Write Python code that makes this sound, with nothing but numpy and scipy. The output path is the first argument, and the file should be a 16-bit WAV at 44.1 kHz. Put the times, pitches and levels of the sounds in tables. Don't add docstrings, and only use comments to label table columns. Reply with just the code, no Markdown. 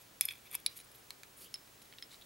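import sys
import numpy as np
from scipy import signal
from scipy.fft import rfft, irfft, next_fast_len
from scipy.io import wavfile
from scipy.ndimage import map_coordinates

SR = 44100
rng = np.random.default_rng(int(sys.argv[2]) if len(sys.argv) > 2 else 0)


def transcribe(signal):
    frames = np.atleast_2d(signal).T
    limited = np.clip(frames, -1, 1)
    pcm = np.round(limited * 32767).astype(np.int16)
    wavfile.write(sys.argv[1], SR, pcm)


def decibels_to_gain(level_db):
    exponent = np.asarray(level_db, float) / 20
    return 10 ** exponent


N = 99225
TOP_HZ = 15850
RING_DB = 3.5
HIGH_DB = 5

# f/Hz, level/dB, time to fall 60 dB/s
BARREL_LOW = [(2397, -3.5, 0.017), (2520, -14.5, 0.037), (3440, -2, 0.018), (4180, -8.5, 0.01),
              (2370, -27, 0.17), (3464, -28, 0.19), (2590, -29, 0.16)]
BARREL_HIGH = [(8360, -13, 0.013), (9460, -2, 0.021), (10620, -9, 0.018), (10820, -4.5, .008),
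               (11500, 0, 0.017), (12070, 0, 0.014), (14100, -23, .006)]
SPRING_LOW = [(1280, -1, 0.011), (2230, -8.5, 0.017), (2375, -6, 0.025), (3060, -8, 0.023),
              (3330, -2.5, 0.011), (3850, -3, 0.015), (4010, 1, 0.012), (4600, 0, 0.0078)]
SPRING_HIGH = [(7350, -10, 0.005), (8500, -16, 0.015), (9530, -2, 0.0093), (10400, -5, 0.022),
               (11130, -1.5, 0.01), (12900, -18, 0.026)]
# f/Hz, level/dB, time to fall 60 dB/s
SEATED_RING = [(5250, -1, 0.078)]
# f/Hz, level/dB
RASP = [(700, -46), (1800, -35), (2600, -8), (4500, -6), (7000, -4), (11000, -32), (15500, -14)]


def unit(x):
    return x / np.sqrt(np.mean(x ** 2) + 1e-30)


def along(points, hz):
    f, value = np.transpose(points)
    return np.interp(np.log(hz + 1), np.log(f + 1), value)


def filtered(x, response):
    size = next_fast_len(x.shape[-1] + 8192)
    spectrum = rfft(x, size) * response(np.fft.rfftfreq(size, 1 / SR))
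    return irfft(spectrum, size)[..., :x.shape[-1]]


def placed(s, sound):
    lead_s = 0.001204
    at = round((s + lead_s) * SR)
    return np.pad(sound, (at, N - at))[:N]


def ring(modes, damping=1, scatter_db=0):
    attack_s = 0.00021
    t = np.arange(SR // 3) / SR
    hz, db, t60 = np.transpose(modes)[..., None]
    db = db + scatter_db * rng.standard_normal(db.shape)
    decay = decibels_to_gain(db - 60 * damping * t / t60)
    return np.sum(decay * np.sin(2 * np.pi * hz * t), axis=0) * (1 - np.exp(-t / attack_s))


def contact(s, crack_db, parts):
    # f/Hz, level/dB, time to fall 60 dB/s
    crack = [(2450, -27, 0.0071), (3740, -15.5, 0.005), (6020, -10.5, 0.0039), (8500, -17.5, 0.0041),
             (11000, 4, 0.0027), (12400, 0.5, 0.0026), (14600, -15, 0.0043)]
    dust_db, dust_t60 = -18, 0.038
    t = np.arange(SR // 3) / SR
    dust = filtered(rng.standard_normal(len(t)), lambda hz: decibels_to_gain(along(RASP, hz)))
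    sound = dust * decibels_to_gain(crack_db + dust_db - 60 * t / dust_t60)
    for db, modes in [(crack_db, crack), *parts]:
        sound = sound + decibels_to_gain(db) * ring(modes, scatter_db=1)
    return placed(s, sound)


def gripped(s, db, modes):
    grip_s, fade_s, grip_db = 0.019, 0.0076, -9
    sound = ring(modes)
    grip = 1 / (1 + np.exp((grip_s - np.arange(len(sound)) / SR) / fade_s))
    return placed(s, decibels_to_gain(db + RING_DB + grip_db * grip) * sound)


def barrel_taps():
    # t/s, crack level/dB, low modes level/dB, slide ring level/dB, high modes level/dB
    taps = [(.209, -8.5, -34.5, -34.5, -40), (0.252, -25, -49, -44.5, -30.5), (0.2533, -42, -64, -56, -37),
            (.282, -40, -50, -61, -60), (0.2855, -32, -34.5, -45, -48), (0.3079, -55, -48, -74, -56),
            (0.3212, -50, -52, -64, -51), (0.3341, -52, -52.5, -67, -62), (0.3532, -48, -57.5, -69, -66),
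            (0.512, -45, -64, -76, -47.5), (0.526, -55, -61, -80, -49), (.5332, -50, -54, -78, -51),
            (0.5435, -41, -43.5, -75, -42), (0.5494, -36, -50, -65, -44),
            (.5504, -21.5, -45.5, -47.5, -30.5), (0.5993, -60, -73, -80, -56)]
    # f/Hz, level/dB, time to fall 60 dB/s
    slide_ring = [(5190, -1.5, 0.07)]
    crack_extra_db, low_extra_db = 1.5, 8
    out = np.zeros(N)
    for s, crack_db, low_db, ring_db, high_db in taps:
        parts = [(low_db + low_extra_db, BARREL_LOW), (high_db + HIGH_DB, BARREL_HIGH)]
        out += contact(s, crack_db + crack_extra_db, parts)
        out += gripped(s, ring_db, slide_ring)
    return out


def friction(rows, low, high, damping, rasp_db):
    peaky, judder_db, judder_per_s = 1.11, 2.5, 74
    slips_per_s, spread_db = 6000, 0.8
    t, out = np.arange(N) / SR, np.zeros(N)
    for column, modes in ((2, low), (3, high)):
        stroke = np.zeros(N)
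        for row in rows:
            progress = np.clip((t - row[0]) / row[1], 0, 1)
            stroke += decibels_to_gain(row[column]) * np.sin(np.pi * progress) ** peaky
        judder = map_coordinates(rng.standard_normal(N // 100), [t * judder_per_s])
        stroke = stroke * decibels_to_gain(judder_db * judder)
        slips = (rng.random(N) < slips_per_s / SR) * rng.standard_normal(N)
        slips = slips * decibels_to_gain(spread_db * rng.exponential(size=N))
        excite = unit(slips) * stroke
        body = ring(modes, damping=damping)
        out += signal.fftconvolve(excite, body / np.linalg.norm(body))[:N]
    return out + decibels_to_gain(rasp_db) * filtered(excite, lambda hz: decibels_to_gain(along(RASP, hz)) * (hz < TOP_HZ))


def barrel_scrapes():
    # start t/s, length/s, low modes level/dB, high modes level/dB
    scrapes = [
        (0, 0.042, -69, -62.5),
        (.21, 0.049, -53, -50),
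        (.258, 0.045, -86, -56.5),
        (.295, 0.03, -50, -55.5),
        (.33, 0.1, -66.5, -71),
        (.445, 0.04, -61, -64),
        (.5, 0.038, -58.5, -61),
        (.525, 0.036, -50.5, -49.5),
        (.555, 0.068, -67, -67),
        (.75, 0.045, -64.5, -54.5),
    ]
    return friction(scrapes, BARREL_LOW, BARREL_HIGH, damping=4, rasp_db=1)


def spring_taps():
    # t/s, low modes level/dB, best struck f/Hz, slide ring level/dB, high modes level/dB
    taps = [(0.6603, -42, 4000, -80, -56), (0.7883, -42, 3800, -78, -52), (.8, -41.5, 2500, -80, -54),
            (.81, -50, 4500, -74, -55), (0.915, -56, 2320, -72, -56.5), (0.924, -57, 3140, -79, -63),
            (0.9482, -51, 3990, -77, -62), (1.5559, -40.5, 3990, -78, -62), (1.674, -44, 1480, -72, -69),
            (1.8171, -48, 4030, -67, -57), (1.8536, -50.5, 4020, -82, -62)]
    # f/Hz, level/dB, time to fall 60 dB/s
    snap = [(2370, -14.5, 0.029), (3060, -22, 0.02), (3650, -33, 0.007), (3950, -6, 0.011),
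            (4080, -5.5, 0.014), (4290, -1.5, 0.0086), (4570, -3.5, 0.0086), (4900, -9, 0.01),
            (5180, -15.5, 0.018), (7800, -14, 0.011), (10600, -18, 0.008), (10920, 1, 0.014),
            (12300, -22, .007)]
    snap_s, snap_db = 0.6618, -17.5
    low_extra_db, crack_extra_db, focus_db_per_octave = -5, 8, 6.5
    out = contact(snap_s, snap_db - 35, [(snap_db, snap)])
    for s, low_db, focus_hz, ring_db, high_db in taps:
        low = [(hz, db - focus_db_per_octave * abs(np.log2(hz / focus_hz)), t60)
               for hz, db, t60 in SPRING_LOW]
        parts = [(low_db + low_extra_db, low), (ring_db + RING_DB, SEATED_RING),
                 (high_db + HIGH_DB, SPRING_HIGH)]
        out = out + contact(s, high_db + crack_extra_db, parts)
    return out


def rod_ticks():
    # (f/Hz, width/Hz, level/dB)
    ticks = [
        (1.1045, -33.5, -72, [(1340, 520, -12.5), (2270, 210, -4.5), (3300, 600, -14), (4100, 500, 1.5), (4900, 950, -11), (6350, 440, -16), (8500, 370, -10.5), (10300, 530, -4.5), (11400, 680, -7)]),
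        (1.2324, -41, -80, [(1690, 450, -4), (2370, 250, 1.5), (3780, 440, -8), (4430, 400, -2), (7050, 500, -5), (9600, 1000, -6), (11600, 900, -8)]),
        (1.54, -21, -35.5, [(1560, 310, -23.5), (2160, 190, -21.5), (3030, 330, -16.5), (4270, 660, -12), (4530, 610, -24), (8550, 170, -18), (9450, 260, -13), (10300, 210, -14), (11300, 330, -19)]),
        (1.924, -42, -77, [(1390, 330, -5.5), (2300, 260, 0), (2980, 190, -2), (4290, 290, -4)]),
        (1.936, -48.5, -80, [(2300, 290, 0), (3000, 310, 0.5), (4380, 330, -2), (5200, 210, -7)]),
        (1.9835, -42.5, -68, [(2430, 220, -1.5), (3850, 540, 4), (4600, 470, -13), (11000, 900, -18)]),
        (2.0233, -36, -42, [(2170, 270, -3.5), (3300, 270, 1), (4200, 440, -0.5), (10400, 700, -10.5)]),
        (2.1423, -46.5, -85, [(3830, 520, 1)]),
        (2.212, -48, -85, [(3500, 670, 0.5), (12560, 1700, -3)]),
        (2.221, -47.5, -83, [(3800, 350, 2)]),
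    ]
    # (f/Hz, level/dB, time to fall 60 dB/s)
    free_ring = (1.54, [(5230, -58, .45)])
    usual_width_hz, grit_db, grit_t60 = 268, -7.5, 0.017
    t = np.arange(SR // 3) / SR

    def resonances(f, peaks):
        return sum(decibels_to_gain(db) / (1 + ((f - hz) / (2 * width)) ** 2) for hz, width, db in peaks)

    out = placed(free_ring[0], ring(free_ring[1]))
    for s, tick_db, ring_db, peaks in ticks:
        modes = [(hz, db + 20 * np.log10(width / usual_width_hz), np.log(1000) / np.pi / width)
                 for hz, width, db in peaks]
        grit = unit(filtered(rng.standard_normal(len(t)), lambda f: resonances(f, peaks)))
        loudest_db = max(db for hz, width, db in peaks)
        grit = grit * decibels_to_gain(grit_db + loudest_db - 60 * t / grit_t60)
        out = out + placed(s, decibels_to_gain(tick_db) * (ring(modes) + grit)) + gripped(s, ring_db, SEATED_RING)
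    return out


def spring_rubs():
    # start t/s, length/s, low modes level/dB, high modes level/dB
    rubs = [
        (.665, 0.025, -74, -83),
        (.68, 0.065, -62, -85),
        (.783, 0.034, -71, -58),
        (1.815, 0.021, -74, -61),
        (2.1, .065, -59, -70),
    ]
    return friction(rubs, SPRING_LOW, SPRING_HIGH, damping=2.2, rasp_db=7)


def thuds():
    # t/s, level/dB, f/Hz
    blows = [
        (.209, -43.5, 890),
        (.532, -45.5, 1200),
        (.55, -38.5, 1025),
        (.552, -56, 322),
        (.662, -50, 900),
        (1.104, -50, 1087),
    ]
    cycles = 14
    out = np.zeros(N)
    for s, db, hz in blows:
        t60 = cycles / hz
        out += placed(s, ring([(hz, db, t60), (1.27 * hz, db - 12, t60)]))
    return out


def finger():
    # start t/s, length/s, level/dB, centre f/Hz, width/Hz
    drags = [(0.97, .04, -66, 11000, 2000), (1.365, 0.024, -58, 10000, 1620),
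             (1.36, .128, -57.5, 11000, 4000), (1.4, .045, -62, 10800, 500), (1.405, .035, -66, 12700, 400),
             (1.405, .07, -65, 4650, 350), (1.435, .055, -62, 3150, 450), (1.365, .125, -69, 340, 250),
             (1.365, .125, -61.5, 4500, 4000), (1.385, .09, -65, 14000, 2000),
             (0.68, 0.083, -64, 11000, 3000), (0.84, 0.012, -60, 9500, 400), (.76, .03, -62, 16000, 350),
             (0.666, 0.096, -64.5, 4700, 1500), (0.94, .028, -60, 12500, 2500),
             (2.095, 0.082, -62.5, 7500, 5300), (2.1, 0.033, -61, 3800, 700),
             (2.21, 0.024, -60.5, 3700, 500)]
    judder_db, judder_per_s = 1.5, 150
    t, out = np.arange(N) / SR, np.zeros(N)
    for s, length, db, hz, wide_hz in drags:
        catch = map_coordinates(rng.standard_normal(N // 100), [t * judder_per_s])
        swell = np.sin(np.pi * np.clip((t - s) / length, 0, 1))
        hiss = filtered(rng.standard_normal(N),
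                        lambda f: np.exp(-((f - hz) / wide_hz) ** 2) * (f < TOP_HZ))
        out += decibels_to_gain(db + judder_db * catch) * swell * unit(hiss)
    return out


def room(x):
    # f/Hz, time to fall 60 dB/s
    echo_t60 = [(1000, 0.2), (4000, 0.12), (9000, 0.025)]
    hz, t, z = signal.stft(rng.standard_normal((2, SR // 3)), SR, nperseg=256)
    fade = decibels_to_gain(-60 * t / along(echo_t60, hz)[:, None])
    tail = signal.istft(z * fade, SR, nperseg=256)[1]
    delayed = np.pad(x, (150, 0))[None]
    return signal.fftconvolve(delayed, tail / np.linalg.norm(tail[0]), axes=1)[:, :N]


def background():
    # f/Hz, level/dB per Hz
    hiss = [(15, -29), (25, -9), (129, -7), (446, -7.5), (898, -10), (1240, -10), (2180, -12.5),
            (11300, -18.5), (15600, -20)]
    # f/Hz, likeness (1 = the same)
    alike = [(40, 1), (150, 0.9), (400, 0.47), (700, 0.033), (1500, 0.043), (3500, 0.52), (8000, 0.81),
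             (13000, 0.96)]
    # f/Hz, rms level/dB
    tones = [(120, -79), (15734, -72)]
    hiss_db = -61.5

    def colour(hz):
        turn = np.arccos(np.clip(along(alike, hz), -1, 1)) / 2
        level = (hz < TOP_HZ) * decibels_to_gain(along(hiss, np.minimum(hz, 15500)))
        return level * [np.cos(turn), np.sin(turn)]

    mid, side = filtered(rng.standard_normal((2, N)), colour)
    out = decibels_to_gain(hiss_db) / np.std(mid) * np.array([mid + side, mid - side])
    t = np.arange(N) / SR
    for hz, db in tones:
        out = out + decibels_to_gain(db) * np.sqrt(2) * np.sin(2 * np.pi * hz * t)
    return out


def scene():
    small = signal.butter(3, 1020, "high", fs=SR, output="sos")
    barrel = signal.sosfilt(small, barrel_taps() + barrel_scrapes())
    spring = signal.sosfilt(small, spring_taps() + rod_ticks() + spring_rubs())
    metal = barrel * decibels_to_gain([[.2], [-.2]]) + spring * decibels_to_gain([[-.25], [.25]])
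    echo = decibels_to_gain(-14.5) * room(barrel + spring)
    return metal + echo + thuds() + finger() + background()


def band_limit(x):
    return signal.sosfilt(signal.butter(12, 16860, fs=SR, output="sos"), x)


def record(dry):
    top_drop_db, end_hz = -10, 16860
    mix = filtered(dry, lambda hz: np.where(hz < TOP_HZ, 1, decibels_to_gain(top_drop_db)) * (hz < end_hz))
    return band_limit(mix)


dry = scene()
out = record(dry)
transcribe(out)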